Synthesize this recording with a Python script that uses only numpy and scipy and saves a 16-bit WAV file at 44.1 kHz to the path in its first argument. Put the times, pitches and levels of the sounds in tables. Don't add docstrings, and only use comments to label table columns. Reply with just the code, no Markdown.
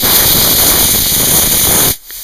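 import sys
import numpy as np
from scipy import signal
from scipy.fft import rfft, irfft, next_fast_len
from scipy.io import wavfile
from scipy.ndimage import uniform_filter1d

SR = 44100
rng = np.random.default_rng(int(sys.argv[2]) if len(sys.argv) > 2 else 0)


def dump(signal):
    limited = np.clip(np.atleast_2d(signal).T, -1, 1)
    pcm = np.round(limited * 32767).astype(np.int16)
    wavfile.write(sys.argv[1], SR, pcm)


def attenuation_scalar(level_db):
    decades = np.asarray(level_db, float) / 20
    return 10 ** decades


N = 98343

# start_s, level_db, jolt_rate_db, nozzle_aim [0-1, 1 = toward the camera]
BURN_CURVE = [(0, -16, -22, 0), (.04, -11, 1, 0), (.14, -7.5, 5, 0), (.235, -9.5, 6, 0.5),
              (.27, -11.5, -6, 0.24), (.46, -9.5, 0.5, 0.17), (.55, -10, -6, 0.05), (.62, -9.5, 0.5, 0.46),
              (.79, -9.5, 3, 0.48), (.86, -10.5, -11, 0.7), (1.1, -13.5, -12, 0.18), (1.2, -12, -5, 0.85),
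              (1.44, -10.5, -1, .9), (1.49, -12.5, -12, 0.44), (1.54, -10, -2, 0.76),
              (1.585, -12, -7, 0.83), (1.8, -9.5, 2, 1), (1.91, -11, -3, 0.36)]
BURNOUT_S, DIE_DB_PER_S = 1.908, 420

# pitch_hz, level_db [dB per Hz]
JET_COLOUR = [(30, -11), (200, -2.5), (1300, -14.5), (2200, -1), (4000, 7), (9000, 3.5), (13000, 7),
              (15000, 0.5)]
# pitch_hz, gain_db
AIM_COLOUR = [(3000, 0.5), (4800, -7), (6500, 5), (8500, -3.5), (9600, 8.5), (11500, -2), (15000, 1.5)]
SURGE_DB, SPUTTER_DB, FLICKER_DB = 0.3, 1.3, 0.8
RUMBLE_DB, RUMBLE_HZ = -23, 69

# start_s, size [signed, full scale 1], hold_ms
LONE_JOLTS = [(0.2528, -0.17, 4), (0.2534, 0.35, 5.5), (0.2605, -0.22, 1.2), (0.2649, 0.23, 1.7),
              (0.2793, -0.28, 3), (0.2798, 0.38, 0.8), (0.2829, -0.21, 2.3), (0.849, -0.31, 0.3),
              (0.8856, 0.37, 0.5), (0.8932, 0.3, 1.2), (0.9019, 0.3, 0.3), (0.9122, 0.18, 2.3),
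              (0.9303, 0.19, 5.5), (0.9391, 0.22, 2.3), (0.9489, 0.47, 0.8), (0.9577, 0.19, 1.2),
              (0.9605, 0.31, 0.5), (0.9789, -0.25, 0.5), (1.0039, 0.27, 1.7), (1.0193, 0.2, 5.5),
              (1.0582, -0.32, 0.3), (1.0655, 0.28, 2.3), (1.1206, -0.22, 2.3), (1.1644, -0.26, 1.7),
              (1.1785, -0.23, 3), (1.474, 0.29, 1.2), (1.4772, 0.2, 5.5), (1.6137, 0.36, 0.3),
              (1.6365, 0.21, 4), (1.6525, -0.46, 0.3)]
# start_s, end_s
JOLT_LULLS = [
    (.25, .29),
    (.88, 1.19),
    (1.47, 1.51),
    (1.575, 1.66),
]
JOLTS_PER_S, JOLT_S, LONGEST_JOLT_S, JOLT_SHORTEN = 1000, 0.0005, 0.003, 0.68
JOLT_DB, JOLT_SPREAD_DB, LULL_DB, LONE_DB = -16.5, 2, -5, -3.5
JOLT_SAG_HZ, JOLT_EDGE_HZ = 31, 19000
OFFSET_DB, OFFSET_SAG_HZ = -19.5, 3.6

# pitch_hz, level_db [dB per Hz]
SMOKE_COLOUR = [(30, 14.5), (80, -1), (180, -16), (500, -13), (1300, -13.5), (2200, -3.5), (6000, 7.5),
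                (12000, 7.5)]
SMOKE_DB, STILL_FLICKER_DB = -24.5, 1.2
DUCK_DB, RECOVER_START_S, RECOVER_END_S = -17.5, 1.995, 2.135

# pitch_hz, level_db [dB per Hz]
WOOD_COLOUR = [(30, 0), (150, -14), (500, -10), (1300, -12.5), (2200, -7.5), (5000, -16), (15000, -30)]
WOOD_DB, WOOD_DUCK_SHARE = -49, 0.38

# pitch_hz, level_db, t60_s
CASING_MODES = [
    (400, -18, .015),
    (1850, 0, .006),
    (3300, 0, .0055),
    (4300, -4, .006),
]
TICK_S, TICK_DB, TICK_RISE_S = 2.1053, -13, 0.0004
TICK_REBOUND_S, TICK_REBOUND_DB = 0.00214, -9

NOTCH_HZ = (2695, 5490, 7865, 10940)
NOTCH_WIDTH_HZ = (877, 1230, 2360, 1500)
NOTCH_DEPTH_DB = (-36, -42, -48, -38)
TOP_HZ, CAPSULE_LIMIT, CAMERA_GAIN_DB = 15330, 1.13, 5.0


def shape(x, gain):
    n = next_fast_len(N + 4096)
    hz = np.arange(n // 2 + 1) * SR / n + 1e-3
    return irfft(rfft(x, n) * gain(hz), n)[..., :N]


def colour_gain(f, colour):
    hz, db = np.array(colour).T
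    return attenuation_scalar(np.interp(np.log(f), np.log(hz), db))


def walk(rate):
    hold = int(SR / rate)
    levels = np.repeat(rng.standard_normal(N // hold + 1), hold)
    slewed = uniform_filter1d(uniform_filter1d(levels, hold), hold)[:N]
    return slewed / slewed.std()


def hiss(colour, flicker_db):
    out = 0
    for mid_hz in 30 * 2.0 ** np.arange(10):
        def octave(f):
            bell = np.cos(np.pi / 2 * np.clip(np.log2(f / mid_hz), -1, 1))
            return bell * colour_gain(f, colour)
        band = shape(rng.standard_normal(N), octave)
        out = out + band * attenuation_scalar(flicker_db * walk(22))
    return out / out.std()


def burn_db(t):
    start_s, level_db, _, _ = np.array(BURN_CURVE).T
    return np.interp(t, start_s, level_db) - DIE_DB_PER_S * np.maximum(t - BURNOUT_S, 0)


def jet(t):
    rumble = shape(rng.standard_normal(N), lambda f: 1 / (1 + 1j * f / RUMBLE_HZ) ** 2)
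    rush = hiss(JET_COLOUR, FLICKER_DB) * attenuation_scalar(SURGE_DB * walk(11.81) + SPUTTER_DB * walk(150))
    start_s, _, _, nozzle_aim = np.array(BURN_CURVE).T
    aim = np.clip(np.interp(t, start_s, nozzle_aim), 0, 1)
    facing = shape(rush, lambda f: colour_gain(f, AIM_COLOUR))
    rush += aim * (facing - rush)
    return (rush + attenuation_scalar(RUMBLE_DB) * rumble / rumble.std()) * attenuation_scalar(burn_db(t))


def jolts(t):
    start_s, _, rate_db, _ = np.array(BURN_CURVE).T
    crowd = attenuation_scalar(2 * np.interp(t, start_s, rate_db)) * (t < BURNOUT_S) + 1e-9
    wait, hold, sign, size = rng.random((4000, 4)).T

    arrivals = np.cumsum(-np.log(wait))
    expected = np.cumsum(crowd) * JOLTS_PER_S / SR
    start = np.interp(arrivals, expected, np.arange(N), right=N - 1)
    end = start - JOLT_S * SR * np.log(hold) / crowd[start.astype(int)] ** JOLT_SHORTEN
    next_start = np.append(start[1:], N - 1)
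    end = np.minimum(end, np.minimum(next_start, start + LONGEST_JOLT_S * SR))

    spread_db = JOLT_SPREAD_DB * np.log(size / (1 - size)) / 2
    step = np.sign(sign - 0.5) * attenuation_scalar(JOLT_DB + spread_db)
    in_lull = sum((start > a * SR) & (start < b * SR) for a, b in JOLT_LULLS)
    step *= attenuation_scalar(LULL_DB * in_lull)

    lone_s, lone_size, lone_ms = np.array(LONE_JOLTS).T
    start = np.append(start, lone_s * SR)
    end = np.append(end, (lone_s + lone_ms / 1000) * SR)
    step = np.append(step, lone_size * attenuation_scalar(LONE_DB))

    kicks = np.bincount(start.astype(int), step, N) - np.bincount(end.astype(int), step, N)
    steps = shape(kicks, lambda f: SR / (2 * np.pi) / (1j * f + JOLT_SAG_HZ) / (1 + 1j * f / JOLT_EDGE_HZ))
    offset = shape(attenuation_scalar(burn_db(t) + OFFSET_DB), lambda f: 1j * f / (1j * f + OFFSET_SAG_HZ))
    return steps - offset


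def duck_db(t):
    return np.interp(t, [RECOVER_START_S, RECOVER_END_S], [DUCK_DB, 0])


def smoke(t):
    return hiss(SMOKE_COLOUR, STILL_FLICKER_DB) * attenuation_scalar(SMOKE_DB + duck_db(t))


def wood(t):
    return hiss(WOOD_COLOUR, STILL_FLICKER_DB) * attenuation_scalar(WOOD_DB + WOOD_DUCK_SHARE * duck_db(t))


def tick(t):
    out = 0
    for late_s, hit_db in ((0, TICK_DB), (TICK_REBOUND_S, TICK_DB + TICK_REBOUND_DB)):
        age = np.maximum(t - TICK_S - late_s, 0)
        rise = 1 - np.exp(-age / TICK_RISE_S)
        for hz, db, t60 in CASING_MODES:
            decay_db = 20 * np.log10(1000) * age / t60
            out = out - rise * attenuation_scalar(hit_db + db - decay_db) * np.sin(2 * np.pi * hz * age)
    return out


def scene():
    t = np.arange(N) / SR
    return np.tile(jet(t) + jolts(t) + smoke(t) + wood(t) + tick(t), (2, 1))


def notches(f):
    gain = 1 / (1 + (f / TOP_HZ) ** 200)
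    for hz, width, db in zip(NOTCH_HZ, NOTCH_WIDTH_HZ, NOTCH_DEPTH_DB):
        detune = hz ** 2 - f ** 2
        gain = gain * (detune + 1j * f * width * attenuation_scalar(db)) / (detune + 1j * f * width)
    return gain


def band_limit(x):
    return signal.sosfilt(signal.butter(12, 15220, fs=SR, output="sos"), x)


def record(dry):
    soft = CAPSULE_LIMIT * np.tanh(dry / CAPSULE_LIMIT)
    mix = np.clip(shape(soft, notches) * attenuation_scalar(CAMERA_GAIN_DB), -1, 1)
    return band_limit(mix)


dry = scene()
out = record(dry)
dump(out)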